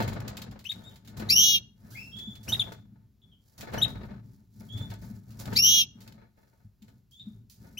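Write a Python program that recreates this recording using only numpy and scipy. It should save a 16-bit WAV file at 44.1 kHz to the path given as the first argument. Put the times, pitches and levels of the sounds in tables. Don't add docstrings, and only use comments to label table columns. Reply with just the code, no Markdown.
import sys
import numpy as np
from scipy import signal
from scipy.fft import rfft, irfft, next_fast_len
from scipy.io import wavfile
from scipy.ndimage import uniform_filter1d

SR = 44100
rng = np.random.default_rng(int(sys.argv[2]) if len(sys.argv) > 2 else 0)


def to_wav(s):
    ch = np.atleast_2d(s).T
    pcm = np.round(np.clip(ch, -1, 1) * 32767)
    wavfile.write(sys.argv[1], SR, pcm.astype(np.int16))


N = 343539
TIME = np.arange(N) / SR


# start_s, length_s, low_pitch_hz, beat_hz, droop_hz, droop_s, high_join_s,
# low_level_db, high_level_db, low_fade_db_per_s
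LONG_CALLS = [(1.289, .293, 2920, 460, 190, .04, 0.063, -19, -23.5, 90),
              (5.555, 0.28, 2910, 422.5, 340, .016, .082, -19.5, -24, 58)]
# freq_hz, gain_db
THROAT = [(1500, -14.5), (2200, -3), (2500, -2), (2850, 3), (3300, -3.5), (4200, 0.5), (4800, -2.5),
          (5800, -0.5), (6700, 1.5), (7400, -6), (8300, -14), (9500, 0), (12500, 1), (15400, -0.5)]
# freq_hz, left_lead_rad
PORT_LEAD = [(1500, -1.5), (2850, -2.9), (3320, -1.45), (4200, -1.3), (5350, .95), (5800, -.3), (6300, -.3),
             (12000, -.7), (15200, 0)]
def long_calls():
    dry = np.zeros((2, N))
    for start_s, *call in LONG_CALLS:
        add(dry, start_s, syrinx(*call))
    lead_rad = read(PORT_LEAD, np.fft.rfftfreq(N, 1 / SR))
    port_phase = np.exp(.5j * np.array([[1], [-1]]) * lead_rad)
    dry = irfft(rfft(colour(dry, THROAT)) * port_phase, N)
    return cage_walls(dry, echo_db=-11.5) + amp(-25.5) * room(dry)


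LOW_HARMONICS = [-13, -3.5, -19.5, -17.5, -19]
def syrinx(length_s, *gesture, jitter=.067, waver_hz=14, pull_rad=.37, lag_rad=2.1, breath_db=-22):
    t = np.arange(0, length_s, 1 / SR)
    low_hz, high_hz, low_db, high_db, coupling, rasp = call_gesture(t, length_s, *gesture)
    shake = 1 + jitter * rasp ** 2 * wander(len(t), 1500)
    low = np.exp(1j * phase(low_hz * shake + waver_hz * wander(len(t), 300)))
    high = np.exp(1j * phase(high_hz * shake + waver_hz * wander(len(t), 300)))
    beat = high / low * coupling
    low_chop = airflow(beat, below=.1, above=.56)
    high_chop = airflow(beat * np.exp(-1j * lag_rad), below=.4, above=.44)
    bent = low * np.exp(1j * pull_rad * beat.real)
    harmonics = sum(amp(db) * bent ** (k + 1) for k, db in enumerate(LOW_HARMONICS))
    locked = (1 + amp(-20) * bent ** 2 + amp(-21.5) * bent ** 3
              + amp(-23.5) * bent * high ** 2 + amp(-14.5) * low ** 3 * high)
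    tone = amp(low_db) * low_chop * harmonics + amp(high_db) * high_chop * high * locked
    hiss_hz_db = [(1500, -37), (2800, -.5), (6500, 3.5), (8000, -12.5), (10000, -4.5),
                  (12500, 2), (16000, -7.5)]
    hiss = unit(colour(rng.standard_normal(len(t)), hiss_hz_db))
    flow = np.hypot(amp(low_db), amp(high_db)) * abs(low_chop)
    breath = amp(breath_db) * flow * (.41 + 2 * rasp) * hiss
    return np.sqrt(2) * tone.real + breath


def call_gesture(t, length_s, pitch_hz, beat_hz, droop_hz, droop_s, join_s, low_db, high_db, fade_db_per_s):
    scoop_hz, scoop_s = 1074, .0245
    attack_s, hold_s, release_s = .015, .135, .018
    scoop = np.exp(-t / scoop_s)
    parted = step(t, at_s=.109, spread_s=.021)
    low_hz = pitch_hz - scoop_hz * scoop - droop_hz * np.exp((t - length_s) / droop_s)
    attack_db = -26 * np.maximum(1 - t / attack_s, 0)
    release_db = -25.5 * np.maximum(1 - (length_s - t) / release_s, 0)
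    catches_db = -11.5 * bell(t, .0286, .0035) - 15 * bell(t, .06, .0069)
    effort_db = attack_db + release_db + catches_db
    entry_db = 20 * np.log10(step(t, join_s, spread_s=.0025) + 1e-3)
    low_db = low_db + effort_db + 5 * scoop - fade_db_per_s * np.maximum(t - hold_s, 0)
    high_db = high_db + effort_db + entry_db - 7 * (1 - parted)
    coupling = .89 * step(t, join_s, spread_s=.0105)
    rasp = np.minimum(.21 + bell(t, attack_s / 2, .023) + .42 * bell(t, join_s + .0175, .035), 1)
    return low_hz, low_hz + beat_hz * parted, low_db, high_db, coupling, rasp


def airflow(beat, below, above):
    chop = (1 + below * beat.conj()) ** 2 / (1 - above * beat)
    return chop / np.sqrt(uniform_filter1d(abs(chop) ** 2, size=400))


# start_s, length_s, turn_fraction, first_hz, turn_hz, last_hz, level_db, overtone_db, left_db
CHIPS = [(0.65, 0.025, 1, 2390, 3040, 2400, -37, -19.5, 9),
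         (0.689, 0.031, 0.48, 2740, 3766, 1920, -29, -27.5, 2.5),
         (2.476, 0.042, 0.6, 2190, 3027, 2500, -36.5, -4, 2),
         (2.52, .033, 0.46, 3050, 3796, 1398, -23.5, -26, -4.5),
         (2.5943, .031, 0.25, 3903, 3512, 2205, -20, -27, 3),
         (3.776, 0.029, .48, 2520, 3020, 2400, -38.5, -5, 5.5),
         (3.8139, .039, 0.44, 2860, 3834, 1600, -20.5, -21, 3.5),
         (7.771, 0.024, 0.7, 2270, 3057, 2570, -35.5, -10, 4.5)]
# freq_hz, gain_db
BEAK = [(1500, 0.5), (3000, -7), (6000, 1), (7500, -2), (9200, 0), (10600, 4), (12000, 2.5), (13500, -2.5),
        (16000, -11)]
def chips():
    dry = np.zeros((2, N))
    for row in CHIPS:
        add(dry, *note(row, bend=2.3, swell_db=13, fall_db=25, jitter=.23, partials_db=[0, 0, -5]))
    dry = colour(dry, BEAK)
    return cage_walls(dry, echo_db=-10.5) + amp(-16.5) * room(dry)


WHISTLES = [(0.824, 0.096, 0.46, 3110, 3730, 2830, -61, 1, 2.5),
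            (1.909, 0.045, 0.92, 1170, 1695, 1700, -59, -1, -1),
            (1.945, 0.13, 0.69, 2010, 2693, 2676, -46, -8, 0),
            (2.113, 0.2, .9, 3237, 3468, 3240, -45.5, -19.5, -3.5),
            (3.218, 0.019, 0.47, 3410, 3443, 3180, -63, -18, 3),
            (3.314, 0.022, 0.31, 3450, 3226, 2790, -61.5, -27, -1),
            (4.685, 0.16, .7, 3253, 3482, 3600, -48, -14, -1),
            (7.115, 0.098, 0.56, 3147, 3509, 3510, -59, -11, -1),
            (7.196, 0.0084, 0.51, 3650, 3717, 3420, -45.5, -16, -1)]
def whistles():
    dry = np.zeros((2, N))
    for row in WHISTLES:
        add(dry, *note(row, bend=2.6, swell_db=-.5, fall_db=5, jitter=.22, partials_db=[-3, -20]))
    return amp(-11) * cage_walls(dry, echo_db=-.5) + amp(-7.5) * room(dry)


def note(row, bend, swell_db, fall_db, jitter, partials_db, end_bend=2.2):
    start_s, length_s, turn, first_hz, turn_hz, last_hz, level_db, overtone_db, left_db = row
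    progress = np.linspace(0, 1, int(length_s * SR))
    size, turn = len(progress), np.clip(turn, .05, .95)
    before = progress < turn
    away = (abs(progress - turn) / np.where(before, turn, 1 - turn)) ** np.where(before, bend, end_bend)
    hz = turn_hz + (np.where(before, first_hz, last_hz) - turn_hz) * away
    hz *= 1 + jitter * (.031 + abs(1 - hz / turn_hz)) * wander(size, 1200)
    angle = phase(hz)
    overtones = sum(amp(overtone_db + db) * np.sin((k + 2) * angle) for k, db in enumerate(partials_db))
    tone = (np.sin(angle) + (1 - away) * overtones) * amp(1.8 * wander(size, 200))
    envelope = amp(level_db - np.where(before, swell_db * away, fall_db * np.tanh(2 * away)))
    envelope *= signal.windows.tukey(size, .12)
    return start_s, np.sqrt(2) * envelope * tone * amp([[left_db / 2], [-left_db / 2]])


# start_s, level_db, decay_s
FLICKS = [(.002, -35, 0.01), (0.023, -36, 0.012), (0.077, -36, 0.015), (0.13, -41.5, 0.0096),
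          (0.202, -38, 0.0045), (.278, -33, 0.0093), (.369, -34, 0.0096), (0.417, -36, 0.01),
          (0.511, -49, 0.011), (.59, -48.5, 0.017), (.641, -47.5, 0.021), (0.716, -40, 0.011),
          (0.958, -49, 0.0095), (1.048, -54.5, .02), (1.074, -45.5, .016), (1.169, -42, 0.03),
          (1.196, -40.5, 0.0079), (1.904, -51, 0.13), (2.166, -50, 0.01), (2.186, -45, 0.015),
          (2.352, -46.5, 0.011), (2.429, -49, 0.038), (2.485, -41, 0.076), (2.721, -45, 0.01),
          (3.578, -44.5, 0.031), (3.607, -38, 0.014), (3.736, -37.5, 0.0087), (3.878, -45.5, 0.023),
          (4.775, -44.5, 0.012), (4.901, -45, 0.018), (4.937, -45.5, 0.0057), (5.015, -55.5, 0.044),
          (5.305, -53.5, .03), (5.391, -45, 0.038), (5.408, -41.5, 0.0046), (5.455, -38.5, 0.0073),
          (5.53, -38, 0.023), (6.004, -49.5, 0.031), (6.076, -45, 0.007), (6.122, -49, 0.0046),
          (6.82, -55.5, 0.015), (6.88, -59, 0.017), (7.11, -61.5, 0.053), (7.497, -50, 0.042)]
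# freq_hz, density_db
FEATHER = [(500, -9.5), (1500, -2), (3000, 0.5), (4300, 2), (5800, -3.5), (7200, 1), (9000, -2.5),
           (12000, -7), (16000, -0.5)]
FIBRES = [(1000, -20), (2500, -14.5), (4500, 2), (7500, 3.5), (10000, 4), (13000, 0.5), (16000, 5.5)]
def flicks(rise_s=.0011, gain_db=-1, grain_db=2, slow_s=.05):
    puff, brush = np.zeros((2, N))
    t = TIME[:SR // 3]
    for start_s, level_db, decay_s in FLICKS:
        stroke = amp(level_db) * (1 - np.exp(-t / rise_s)) * np.exp(-t / decay_s)
        slowness = min(decay_s / slow_s, .9)
        add(puff, start_s, (1 - slowness) * stroke)
        add(brush, start_s, slowness * stroke)
    grain = amp(gain_db + grain_db * wander(N, 900))
    dry = grain * (puff * noise(FEATHER, spread=.7) + brush * noise(FIBRES, spread=.6))
    return cage_walls(dry, echo_db=-14.5) + amp(-12.5) * room(dry)


# start_s, level_db, decay_s
KNOCKS = [(.003, -18, 0.0063), (.016, -25.5, 0.012), (.077, -29.5, 0.012), (1.143, -50, .012),
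          (1.199, -36, 0.0081), (1.222, -32.5, 0.016), (2.481, -34.5, 0.011), (2.518, -38, 0.014),
          (2.72, -36, 0.0076), (2.958, -60, 0.01), (3.628, -35.5, 0.017), (3.672, -36.5, 0.03),
          (3.741, -24.5, 0.013), (3.775, -28, .01), (3.879, -36, 0.011), (3.955, -38, 0.012),
          (4.033, -38, 0.013), (4.106, -43.5, 0.022), (4.608, -48.5, 0.027), (4.808, -43, 0.016),
          (4.915, -38, 0.023), (5.02, -51, 0.055), (5.455, -43, .01), (5.476, -34.5, 0.012),
          (5.527, -28, 0.0079), (6.065, -50.5, 0.033), (6.178, -53.5, 0.033), (6.216, -53.5, .03),
          (6.374, -59, 0.035), (6.43, -59.5, 0.015), (6.473, -62, 0.01), (6.53, -61.5, .015),
          (6.6, -66, 0.025), (6.817, -78, .012), (6.881, -56, 0.02), (7.641, -54, 0.057)]
def knocks(gain_db=-5):
    strokes, t = np.zeros(N), TIME[:SR // 4]
    for start_s, level_db, decay_s in KNOCKS:
        add(strokes, start_s, amp(level_db + gain_db) * np.exp(-t / decay_s))
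    dry = panels(strokes * rng.standard_normal((2, N)))
    return dry + amp(-10) * room(dry)


# start_s, level_db, push_hz
HOPS = [(0.004, -23.5, 242), (0.075, -20, 110), (0.48, -25, 128), (0.763, -36.5, 230), (0.868, -39, 104),
        (1.196, -27.5, 203), (1.232, -35, 120), (1.88, -49, 116), (2.271, -31.5, 216), (2.52, -26, 97.8),
        (2.919, -44, 219.5), (3.319, -43.5, 98), (3.745, -27.5, 119), (3.947, -27.5, 65.7),
        (4.106, -32, 213.3), (4.606, -35, 216), (4.745, -23, 105.1), (4.803, -22, 103), (4.9, -26, 101.3),
        (5.098, -31.5, 210.6), (5.546, -38.5, 110), (5.954, -38.5, 210), (6.646, -36, 106.6),
        (6.817, -43.5, 216), (7.266, -29.5, 219.4)]
# freq_hz, level_db, t60_s
CAGE_MODES = [(53.7, -4.5, 0.55), (103.5, -1.5, 0.16), (141, -13, 0.28), (190.6, -6, 0.21),
              (216.6, 0.5, 0.14), (285, -14, 0.2), (437, -21, 0.09), (538.5, -17, 0.04), (880, -25, 0.18)]
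def hops(gain_db=-3, rise_s=.0058, focus_db_per_octave=14):
    out, t = np.zeros(N), TIME[:SR // 2]
    for start_s, level_db, push_hz in HOPS:
        weights = rng.uniform(.96, 1.2, len(CAGE_MODES)) * rng.choice([-1, 1], len(CAGE_MODES))
        ring = 0
        for weight, (hz, mode_db, t60_s) in zip(weights, CAGE_MODES):
            drive_db = mode_db - focus_db_per_octave * abs(np.log2(hz / push_hz))
            ring += weight * amp(drive_db - 60 * t / t60_s) * np.sin(2 * np.pi * hz * t)
        add(out, start_s, amp(level_db + gain_db) * (1 - np.exp(-t / rise_s)) * ring)
    return out


# start_s, length_s, feather_db, cage_db, nest_db
FLIGHTS = [(0.0, 0.57, -39, -31, -73.5), (1.185, 0.2, -46.5, -36, -67.5), (2.485, 0.22, -45.5, -37.5, -65),
           (3.595, .12, -52, -46, -66.5), (3.735, .07, -37.5, -33, -59), (3.83, .33, -47, -34.5, -67),
           (5.4, 0.051, -51, -42, -56), (5.47, 0.091, -45.5, -33, -59.5)]
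SHUFFLES = [(.76, 0.18, -57, -49, -64.5), (1.09, .07, -60.5, -46, -77.5), (1.31, 0.27, -58.5, -43, -70),
            (1.85, 0.24, -61.5, -46, -67.5), (2.17, 0.25, -62, -45, -70.5),
            (2.88, 0.165, -77.5, -55.5, -99), (3.25, 0.075, -78.5, -58.5, -86),
            (3.48, 0.17, -74.5, -66.5, -68.5), (4.26, .15, -74, -53, -76), (4.6, .1, -66.5, -45.5, -62),
            (4.76, 0.15, -54.5, -39, -63.5), (5.03, .13, -61, -42.5, -63.5), (5.3, .08, -63.5, -46, -64.5),
            (5.6, 0.19, -57, -43, -67.5), (5.99, 0.17, -63, -50, -75), (6.39, 0.26, -73.5, -66.5, -78),
            (6.84, .12, -74.5, -54, -81.5), (7.26, .11, -73.5, -48.5, -75), (7.62, 0.14, -67.5, -49, -69)]
# freq_hz, density_db
RUMBLE = [(15, -50), (25, -24), (43, -7), (70, -1), (92, -5.5), (107, 7.5), (151, -6.5), (216, 0.5),
          (246, -11.5), (273, -8.5), (328, -21.5), (365, -20.5), (400, -16), (520, -56), (880, -120)]
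BUFFET = [(15, -21.5), (30, -6), (55, 0), (110, -9), (250, -39.5), (600, -90)]
FLUTTER = [(150, -27), (330, 2), (520, 4.5), (720, 2), (880, -1.5), (1050, -3), (1700, -10.5), (2400, -18),
           (4000, -22), (7000, -31.5), (16000, -42.5)]
def wings_and_feet(wingbeat_hz=21, throb_db=3, crackle_db=3.5):
    wings, draught, fanned = movements(FLIGHTS, swell_s=.016, sag_db_per_s=28, settle_s=(.05, .13, .04))
    feet, sway, trodden = movements(SHUFFLES, swell_s=.041, sag_db_per_s=13, settle_s=(.05, .11, .04))
    wingbeat = np.cos(phase(wingbeat_hz * (1 + .2 * wander(N, 10))))
    wings *= amp(throb_db * wingbeat + 3.4 * wander(N, 160))
    feet *= amp(wander(N, 60))
    low_noise = amp(-4) * noise(RUMBLE, spread=.17) + amp(-24) * noise(BUFFET, spread=1)
    rumble = np.hypot(draught, sway) * low_noise
    flutter = np.hypot(amp(-5) * wings, amp(-9) * feet) * noise(FLUTTER, spread=.8)
    ring = panels(np.hypot(amp(-6) * wings, amp(-2) * feet) * rng.standard_normal((2, N)))
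    crackle = amp(crackle_db * wander(N, 440) + 2.8 * wander(N, 45))
    rustle = np.hypot(fanned, trodden) * crackle * noise(FIBRES, spread=.46)
    return rumble + flutter + ring + rustle


def movements(rows, swell_s, sag_db_per_s, settle_s):
    t, power = TIME[::64], 0
    for start_s, length_s, *levels_db in rows:
        held = amp(np.array(levels_db)[:, None] - sag_db_per_s * np.clip(t - start_s, 0, length_s))
        swell = np.exp(-np.maximum(start_s - t, 0) / swell_s)
        settle = np.exp(-np.maximum(t - start_s - length_s, 0) / np.array(settle_s)[:, None])
        power += (held * swell * settle) ** 2
    return np.array([np.interp(TIME, t, np.sqrt(part)) for part in power])


# freq_hz, width_hz, level_db
PANEL_MODES = [(410.6, 150, -3.5), (566, 190, -3), (674, 120, -1), (886, 36, 5), (1150, 21, -4.5),
               (1275.4, 35, -0.5), (1465, 81, -2), (1707, 130, -7), (2100, 130, -13.5), (3400, 160, -20),
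               (4020, 140, -16.5)]
def panels(x):
    t = TIME[:SR // 8]
    ring = sum(amp(db) * width_hz * np.exp(-np.pi * width_hz * t) * np.sin(2 * np.pi * hz * t)
               for hz, width_hz, db in PANEL_MODES)
    return signal.oaconvolve(x, ring[None] / np.linalg.norm(ring), axes=1)[:, :N]


def cage_walls(x, echo_db):
    out = x.copy()
    for port, delays_s in enumerate([(.0019, .0047, .02, .0205), (.0016, .0079, .013, .019)]):
        for delay_s in delays_s:
            add(out[port], delay_s, amp(echo_db) * x[port])
    return out


# freq_hz, t60_s
ROOM_DECAY = [(100, .45), (1000, 0.16), (3500, 0.34), (7000, .33), (15000, 0.03)]
def room(x):
    size = SR * 3 // 4
    taps = rng.standard_normal((2, size)) * (rng.random((2, size)) < .1) * (TIME[:size] > .003)
    hz, t, bands = signal.stft(taps, SR, nperseg=256)
    tail = signal.istft(bands * amp(-60 * t / read(ROOM_DECAY, hz)[:, None]), SR, nperseg=256)[1]
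    return signal.fftconvolve(x, tail / np.linalg.norm(tail[0]), axes=1)[:, :N]


def room_air(level_db=-69):
    air_hz_db = [(25, -18.5), (60, 3), (110, -4.5), (250, -18), (500, -26.5), (2000, -40.5),
                 (6000, -39), (16000, -36)]
    return amp(level_db) * noise(air_hz_db, spread=.36)


def amp(db):
    return 10 ** (np.asarray(db) / 20)


def unit(x):
    return x / np.sqrt(np.mean(abs(x) ** 2) + 1e-20)


def phase(hz):
    return 2 * np.pi * np.cumsum(hz) / SR


def step(t, at_s, spread_s):
    return .5 + .5 * np.tanh((t - at_s) / spread_s / 2)


def bell(t, at_s, width_s):
    return np.exp(-((t - at_s) / width_s) ** 2)


def read(points, hz):
    freq_hz, value = np.transpose(points)
    return np.interp(np.log(hz + 1), np.log(freq_hz + 1), value)


def add(mix, start_s, sound):
    part = mix[..., max(round(start_s * SR), 0):][..., :sound.shape[-1]]
    part += sound[..., :part.shape[-1]]


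def colour(x, spectrum):
    size = next_fast_len(x.shape[-1] + 4096)
    gain = amp(read(spectrum, np.fft.rfftfreq(size, 1 / SR)))
    return irfft(rfft(x, size) * gain, size)[..., :x.shape[-1]]


def wander(size, rate_hz):
    knots = rng.standard_normal(16384)
    return np.interp(np.arange(size) * rate_hz / SR, np.arange(len(knots)), knots)


def noise(spectrum, spread):
    mid, side = rng.standard_normal((2, N))
    return unit(colour(np.array([mid + spread * side, mid - spread * side]), spectrum))


def scene():
    voices = long_calls() + chips() + whistles()
    return voices + flicks() + knocks() + hops() + wings_and_feet() + room_air()


# freq_hz, left_db, right_db
PORTS = [(49.5, -1, -1), (150, 4.5, 2.35), (580, 1, -2.5), (2000, 4.5, 2.5), (3300, 4.5, 3.5),
         (4207, 6, 2.5), (5682, 4, 2.5), (7170, -10, 5), (8200, -14, -2.5), (8060, -19.5, -12.5),
         (9300, -19, -1.5), (11050, -13.5, 4), (13000, -4.5, 4), (14990, -1.5, 0.5)]
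def record(dry, cutoff_hz=15900):
    ports = np.array(PORTS)
    heard = np.array([colour(dry[k], ports[:, [0, k + 1]]) for k in range(2)])
    lowpass = signal.firwin(511, cutoff_hz, window=("kaiser", 9), fs=SR)
    return signal.oaconvolve(heard, lowpass[None], "same")


dry = scene()
out = record(dry)
to_wav(out)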